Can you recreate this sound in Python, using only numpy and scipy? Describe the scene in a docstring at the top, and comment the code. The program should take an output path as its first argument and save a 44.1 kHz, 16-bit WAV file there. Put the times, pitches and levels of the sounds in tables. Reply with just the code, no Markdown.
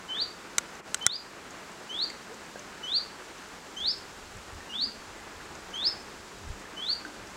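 """Over the distant wash of a summer meadow and an insect's hum, a small bird repeats a rising whistle
about once a second: a nearly pure tone, reflected by the ground and scattered by plants and trees.
The camera that listens clicks sharply three times as its body is struck into resonance, the last so
loudly that its limiter ducks the meadow. Beneath are a few soft far knocks, faint ticks, one far
rising note and, from halfway on, light wind rumbling on the microphone."""
import sys
import numpy as np
from scipy import signal
from scipy.fft import rfft, irfft
from scipy.io import wavfile

SR = 44100
rng = np.random.default_rng(int(sys.argv[2]) if len(sys.argv) > 2 else 0)


def to_wav(sig):
    """Store sig (one row per channel, or 1-D mono) as 16-bit WAV at the path in sys.argv[1].

    Samples outside -1..1 are clipped; the rate is SR.
    """
    pcm = np.clip(np.atleast_2d(sig), -1, 1) * 32767
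    pcm = np.round(pcm).astype(np.int16)
    wavfile.write(sys.argv[1], SR, pcm.T)  # frames by channels


N = 324576
TIME = np.arange(N) / SR

# Spectral densities of the distant wash and the even hiss: frequency_hz, relative_db
WASH_SPECTRUM = [(15, -43), (25, -12.5), (43, -6), (114, -9.5), (195, -3), (228, -3.5), (359, -1),
                 (589, -4.5), (676, -5), (746, -4.5), (856, -3.5), (1520, -4), (2800, -12.5), (3640, -25.5),
                 (6160, -120)]
HISS_SPECTRUM = [(1500, -30), (2500, -3), (3000, -0.5), (4300, 0), (6000, -2), (7500, -2), (8600, -8),
                 (10000, -12.5), (12000, -16.5), (15500, -21)]
# Slow drift of the wash: time_s, gain_db
WASH_DRIFT = [(0, -3), (.7, -1.88), (1.5, 0), (2.3, -1.78), (3.3, -0.54), (4.2, -1.5), (5.5, -0.88),
              (6.6, -0.93), (7.36, -1)]
# A moment in which the wash wavers and the hiss dips: time_s, wash_gain_db, hiss_gain_db
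MEADOW_DIP = [(.803, 5.5, -0.5), (.812, 0.5, -15), (.826, -5.5, -12), (.836, -1, -8), (.855, 0.5, -3.5),
              (0.873, 3.5, 0)]
# Brief low swells of the wash: centre_s, length_s, frequency_hz, level_db
WASH_SWELLS = [(2.3, .7, 240, -59), (4.861, 0.285, 229.8, -51)]
# The bird's whistles: start_s, length_s, first_hz, drift_hz, hold_s, shoulder_hz, slur_at_s, slur_s,
# easing (1 = straight), top_hz, base_db, accent_db, accent_at_s, octave_db; "at" counts from start_s
BIRD_WHISTLES = [(0.081, 0.156, 3054, 10.5, 0.0507, 3413, 0.1105, .046, 1.8, 4745, -39.5, 4.33, 0.137, -61),
                 (1.004, 0.1672, 3039, 59.5, 0.045, 3465, .095, .060, 1.1, 4885, -39, 1.4, 0.13, -62),
                 (1.889, 0.1602, 2983, 200, 0.0466, 3430, 0.0999, 0.0617, 1.165, 4753, -39.5, 5.75, 0.1327, -53),
                 (2.826, 0.1674, 2990, 50, 0.042, 3390, 0.0968, 0.0662, 1.49, 4781, -39, 9, 0.1336, -52.5),
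                 (3.760, 0.1644, 3027, 220, 0.0446, 3499, 0.0841, 0.0655, 1.07, 5234, -38, 5.75, 0.1126, -48.5),
                 (4.688, 0.1798, 2906, -71, .037, 3393, 0.1067, .054, 1.3, 4858, -40.5, 8.4, 0.134, -57),
                 (5.731, 0.166, 3004, 221, 0.0412, 3451, .099, .045, 0.9, 5215, -38, 7.24, 0.1355, -50.5),
                 (6.763, 0.1785, 2999, 87.5, 0.0371, 3323, 0.1007, 0.0692, 1.36, 4723, -41.5, 8.7, 0.1387, -58.5)]
# Scattering strength of the foliage: frequency_hz, gain_db
FOLIAGE_SCATTER = [(2000, -1.5), (3000, 0), (4200, 1), (4800, 2), (5250, -1.5), (10000, -7.5)]
# Soft far knocks: start_s, level_db, pitch_hz, t60_s
FAR_KNOCKS = [(.169, -32.5, 1740, 0.029), (2.1016, -30.5, 2124, 0.0165), (2.5575, -23.5, 550, 0.011),
              (2.5585, -38, 1608, .06), (4.605, -36, 1812, 0.039), (6.654, -37, 1738, 0.037),
              (7.05, -26.5, 1522, 0.029), (7.058, -38.5, 305, .15)]
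# The camera's clicks: start_s, strike_db, gap_s, second_relative_db, snap_relative_db, push_db
CAMERA_CLICKS = [(0.5822, -12.5, 0.000826, 3.5, -9.5, -43), (0.9445, -12.5, 0.00081, -11, -5.5, -51),
                 (1.0653, -2, 0.00055, -10.5, -20.5, -28)]
# Normal modes of the camera body: frequency_hz, relative_db, t60_s
BODY_MODES = [(1123, -22.5, 0.0304), (1421.5, -15.5, 0.0318), (1984, -17.5, 0.0255), (2337, -21, 0.011),
              (3426, -15.5, 0.0059), (3938, -12, 0.0122), (5480, -8.5, 0.0099), (6120, -5, 0.0098),
              (6717, -7.5, 0.0199), (7273, -8.5, 0.01165), (8060, -6.5, 0.0092), (9700, -8, 0.00388),
              (11280, -17, 0.00464)]
# Spectrum of the snap that starts a click: frequency_hz, relative_db
SNAP_SPECTRUM = [(200, -22.5), (1500, -1), (4000, -5), (6500, -2), (8200, 5), (10000, -18.5), (12500, -13),
                 (16000, -33.5)]
# Faint high ticks: start_s, relative_db, centre_hz
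HIGH_TICKS = [(0.7527, -43.5, 6150), (1.0246, -38, 6230), (1.507, -38, 6650), (2.1001, -39, 7100),
              (2.3431, -39.5, 6860), (2.5935, -37.5, 6250), (3.3812, -41.5, 5730), (4.3685, -42, 7450),
              (5.5528, -38, 6620), (7.2714, -41, 5500)]
# Spectral densities of the wind's rumble and a strong gust's flutter: frequency_hz, relative_db
RUMBLE_SPECTRUM = [(12, -24.5), (28, -3.5), (52, -7), (80, -4.5), (120, -12.5), (170, -21.5), (260, -34.5),
                   (600, -73)]
FLUTTER_SPECTRUM = [(40, -22), (100, -8.5), (140, 4.5), (190, -4), (300, -27), (700, -70)]
# Gusts on the microphone: peak_s, rise_and_fall_s, relative_db
WIND_GUSTS = [(4.365, 0.04, -43), (4.545, 0.037, -44), (5.115, 0.03, -49), (6.385, 0.032, -47),
              (6.505, 0.0375, -35.5), (7.23, 0.027, -49)]


def gain_of(db):
    """Amplitude ratio: tenfold for every 20 dB."""
    return 10 ** (np.asarray(db) / 20)


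def unit_rms(x):
    """Normalisation to a mean power of 1."""
    return x / np.sqrt(np.mean(x ** 2) + 1e-20)


def add(mix, start_s, sound):
    """Superposition: a sound joins the mix at start_s."""
    part = mix[round(start_s * SR):][:len(sound)]
    part += sound[:len(part)]


def coloured(x, spectrum):
    """Zero-phase filtering by a curve of frequency_hz, gain_db."""
    hz, db = np.transpose(spectrum)
    curve_db = np.interp(np.log(np.fft.rfftfreq(len(x), 1 / SR) + 1), np.log(hz + 1), db)
    return irfft(rfft(x) * gain_of(curve_db), len(x))


def noise(spectrum, size):
    """Spectral shaping of white noise, scaled to rms 1."""
    return unit_rms(coloured(rng.standard_normal(size), spectrum))


def wander(rate_hz, size):
    """Low-passed noise: a smooth random fluctuation of rms 1, up to about rate_hz."""
    low_pass = np.exp(-(np.fft.rfftfreq(size, 1 / SR) / rate_hz) ** 2)
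    low_pass[0] = 0
    return unit_rms(irfft(rfft(rng.standard_normal(size)) * low_pass, size))


def decay(t, t60_s):
    """Exponential damping: the amplitude falls 60 dB in t60_s."""
    return np.exp(-np.log(1000) * t / t60_s)


def meadow(wash_db=-49, hiss_db=-52.5, sway_db=0.5, flicker_db=1.0):
    """Amplitude-modulated noise: a low wash drifts and swells in narrow bands under an even hiss."""
    dip_s, wash_dip_db, hiss_dip_db = np.transpose(MEADOW_DIP)
    drift_db = np.interp(TIME, *np.transpose(WASH_DRIFT))
    drift_db += sway_db * wander(0.99, N) + flicker_db * wander(30.9, N)
    wash = noise(WASH_SPECTRUM, N) * gain_of(wash_db + drift_db + np.interp(TIME, dip_s, wash_dip_db))
    hiss = noise(HISS_SPECTRUM, N)
    hiss *= gain_of(hiss_db + 0.3 * wander(14.5, N) + np.interp(TIME, dip_s, hiss_dip_db))
    for centre_s, length_s, hz, db in WASH_SWELLS:
        band = [(hz / 2, -40), (hz * 0.855, -3), (hz, 0), (hz * 1.165, -4), (hz * 2, -50), (hz * 10, -90)]
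        wash += gain_of(db) * noise(band, N) * np.exp(-(2 * (TIME - centre_s) / length_s) ** 2)
    return wash + hiss


def insect(wingbeat_hz=200, level_db=-64, waver=.04, swell_db=3):
    """Periodic wingbeats radiate a fundamental and its octave; pitch and level wander in flight."""
    phase = 2 * np.pi * np.cumsum(wingbeat_hz * (1 + waver * wander(4.06, N))) / SR
    hum = np.sin(phase) + gain_of(-0.5) * np.sin(2 * phase)
    return gain_of(level_db) * unit_rms(hum * gain_of(swell_db * wander(1.93, N)))


def whistle(length_s, first_hz, drift_hz, hold_s, shoulder_hz, slur_at_s, slur_s, easing, top_hz,
            base_db, accent_db, accent_at_s, octave_db,
            scoop_hz=109.7, scoop_s=0.0072, step_s=.028, shoulder_hz_per_s=7500, waver=0.00505,
            crescendo_db=8, step_dip_db=2, accent_s=0.02075, flutter_db=1.71,
            attack_s=0.0151, release_s=0.0075, octave_s=0.0453, thin_octave_db=-41):
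    """Frequency modulation: a nearly pure tone scoops, holds, steps up, then slurs upward and swells."""
    t = np.arange(0, length_s, 1 / SR)
    held_hz = first_hz + drift_hz * np.minimum(t / hold_s, 1) - scoop_hz * np.exp(-t / scoop_s)
    rising_hz = shoulder_hz + shoulder_hz_per_s * np.maximum(np.minimum(t, slur_at_s) - hold_s - step_s, 0)
    step = np.clip((t - hold_s) / step_s, 0, 1)
    slur = 1 - np.clip(1 - (t - slur_at_s) / slur_s, 0, 1) ** easing
    pitch_hz = held_hz + step * (rising_hz - held_hz) + slur * (top_hz - rising_hz)
    phase = 2 * np.pi * np.cumsum(pitch_hz * (1 + waver * wander(123, len(t)))) / SR
    swell_db = crescendo_db * t / length_s + accent_db * np.exp(-((t - accent_at_s) / accent_s) ** 2)
    dip_db = step_dip_db * np.exp(-(2 * (t - hold_s) / step_s) ** 2)
    fundamental = gain_of(base_db + swell_db - dip_db + flutter_db * wander(162, len(t)))
    opening = np.exp(-(t / octave_s) ** 4)  # the tone turns pure once the throat is tuned to it
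    octave = gain_of(octave_db) * opening + gain_of(thin_octave_db) * fundamental
    gate = np.minimum(t / attack_s, 1) * np.minimum((length_s - t) / release_s, 1)
    return np.sqrt(2) * gate * (fundamental * np.sin(phase) + octave * np.sin(2 * phase))


def foliage(x, near_db=-8.0, near_t60_s=0.175, far_db=-13, far_t60_s=0.387, echo_s=0.061, echo_db=-19):
    """Scattering: near stems add a short tail to the direct sound, far trees a long one; one echo."""
    t = np.arange(SR * 2 // 3) / SR
    response = np.zeros(len(t))
    for db, t60_s, onset_s in [(near_db, near_t60_s, .002), (far_db, far_t60_s, .018)]:
        tail = rng.standard_normal(len(t)) * decay(t, t60_s) * (1 - np.exp(-(t / onset_s) ** 2))
        response += gain_of(db) * tail / np.linalg.norm(tail)
    add(response, echo_s, gain_of([echo_db]))
    return signal.fftconvolve(x, signal.unit_impulse(len(t)) + coloured(response, FOLIAGE_SCATTER))


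def bird(ground_delay_s=.00301, ground_db=-14):
    """Interference: the ground reflection, just behind the direct sound, ripples each slur."""
    song = np.zeros(N)
    for start_s, *shape in BIRD_WHISTLES:
        add(song, start_s, foliage(whistle(*shape)))  # bird and leaves move, so each scatters anew
    delay = np.exp(-2j * np.pi * np.fft.rfftfreq(N, 1 / SR) * ground_delay_s)
    return song + gain_of(ground_db) * irfft(rfft(song) * delay, N)


def knocks(rise_s=0.000405):
    """Damped resonance: one mode of each far knock arrives through the foliage."""
    out, t = np.zeros(N), np.arange(SR // 4) / SR
    for start_s, db, hz, t60_s in FAR_KNOCKS:
        envelope = decay(t, t60_s) * (1 - np.exp(-t / rise_s))
        add(out, start_s, gain_of(db) * np.sin(2 * np.pi * hz * t) * envelope)
    return foliage(out, far_db=-9)[:N]


def camera_clicks(snap_t60_s=0.0167, push_hz=105, push_t60_s=0.0434, thud_db=-29, thud_t60_s=0.0226):
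    """Impact excitation: a double strike rings the plastic body's modes, with a thud and a low push."""
    out, t = np.zeros(N), np.arange(SR // 10) / SR
    ring = sum((-1) ** k * gain_of(db) * decay(t, t60_s) * np.sin(2 * np.pi * hz * t)
               for k, (hz, db, t60_s) in enumerate(BODY_MODES))
    push = np.cos(2 * np.pi * push_hz * t) * decay(t, push_t60_s)
    for start_s, db, gap_s, second_db, snap_db, push_db in CAMERA_CLICKS:
        for delay_s, strike_db in [(0, db), (gap_s, db + second_db)]:
            snap = gain_of(snap_db) * noise(SNAP_SPECTRUM, len(t)) * decay(t, snap_t60_s)
            add(out, start_s + delay_s, gain_of(strike_db) * (ring + snap))
        thud = noise([(100, -7.5), (300, -5.5), (1300, 4.5), (2000, -5.5), (3500, -33)], len(t))
        add(out, start_s, gain_of(push_db) * push + gain_of(db + thud_db) * thud * decay(t, thud_t60_s))
    return out


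def ticks(gain_db=-1, t60_s=0.0191, rise_s=0.00037, stray_db=-49, stray_hz=6800, stray_count=22):
    """Narrow-band transients: quickly damped puffs of high noise, the fainter ones at random times."""
    out, t = np.zeros(N), np.arange(SR // 20) / SR
    envelope = decay(t, t60_s) * (1 - np.exp(-t / rise_s))
    strays = [(when * N / SR, stray_db + 4 * size, stray_hz * 2 ** ((pitch - .5) / 2))
              for when, size, pitch in rng.random((stray_count, 3))]
    for start_s, db, hz in list(HIGH_TICKS) + strays:
        band = [(hz * 0.396, -30), (hz * 0.987, -6), (hz, 0), (hz * 1.09, -7), (hz * 1.51, -32)]
        add(out, start_s, gain_of(db + gain_db) * noise(band, len(t)) * envelope)
    return out


def far_note(centre_s=2.325, length_s=.06, centre_hz=480, hz_per_s=3000, level_db=-45):
    """A linear chirp: one faint, short rising note, scattered on its way from afar."""
    out, t = np.zeros(N), np.arange(-length_s / 2, length_s / 2, 1 / SR)
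    phase = 2 * np.pi * np.cumsum(centre_hz + hz_per_s * t) / SR
    tone = np.sqrt(2) * np.sin(phase) * signal.windows.hann(len(t))
    add(out, centre_s - length_s / 2, gain_of(level_db) * tone)
    return foliage(out)[:N]


def wind(rumble_gain_db=-2, breeze_from_s=3.53, breeze_rise_s=0.253, breeze_db=-60,
         unrest_db=3, unrest_hz=9, flutter_db=-50, flutter_exponent=1.4):
    """Turbulence: a breeze and gusts rumble on the microphone; stronger gusts reach higher in pitch."""
    onset = np.clip((TIME - breeze_from_s) / breeze_rise_s, 0, 1)
    breeze = onset * gain_of(breeze_db + unrest_db * wander(unrest_hz, N))
    gusts = sum(gain_of(db) * np.exp(-abs(TIME - peak_s) / width_s) for peak_s, width_s, db in WIND_GUSTS)
    rumble = noise(RUMBLE_SPECTRUM, N) * gain_of(rumble_gain_db) * np.hypot(breeze, gusts)
    flutter = noise(FLUTTER_SPECTRUM, N) * gain_of(flutter_db) * (gusts / gusts.max()) ** flutter_exponent
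    return rumble + flutter


def scene():
    """Superposition: the pressures of all sources add at one microphone."""
    return (bird() + camera_clicks() + ticks() + knocks() + far_note() + meadow() + insect() + wind())[None]


def record(dry, limit_db=-3, max_duck_db=8.0, recover_s=0.207, attack_s=0.00078, cutoff_hz=15900):
    """Peak limiting: the gain drops fast and recovers slowly; saturation and a low-pass follow."""
    over_db = np.clip(20 * np.log10(abs(dry[0]) + 1e-9) - limit_db, 1e-6, max_duck_db)
    # each peak's excess is held and dies away exponentially
    held_db = np.exp(np.maximum.accumulate(np.log(over_db) + TIME / recover_s) - TIME / recover_s)
    lag = np.exp(-1 / (attack_s * SR))
    duck_db = signal.lfilter([1 - lag], [1, -lag], held_db)
    ducked = np.clip(dry * gain_of(-duck_db), -1, 1)
    low_pass = signal.firwin(511, cutoff_hz, window=("kaiser", 9), fs=SR)
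    return signal.oaconvolve(ducked, low_pass[None], "same")


dry = scene()
out = record(dry)
to_wav(out)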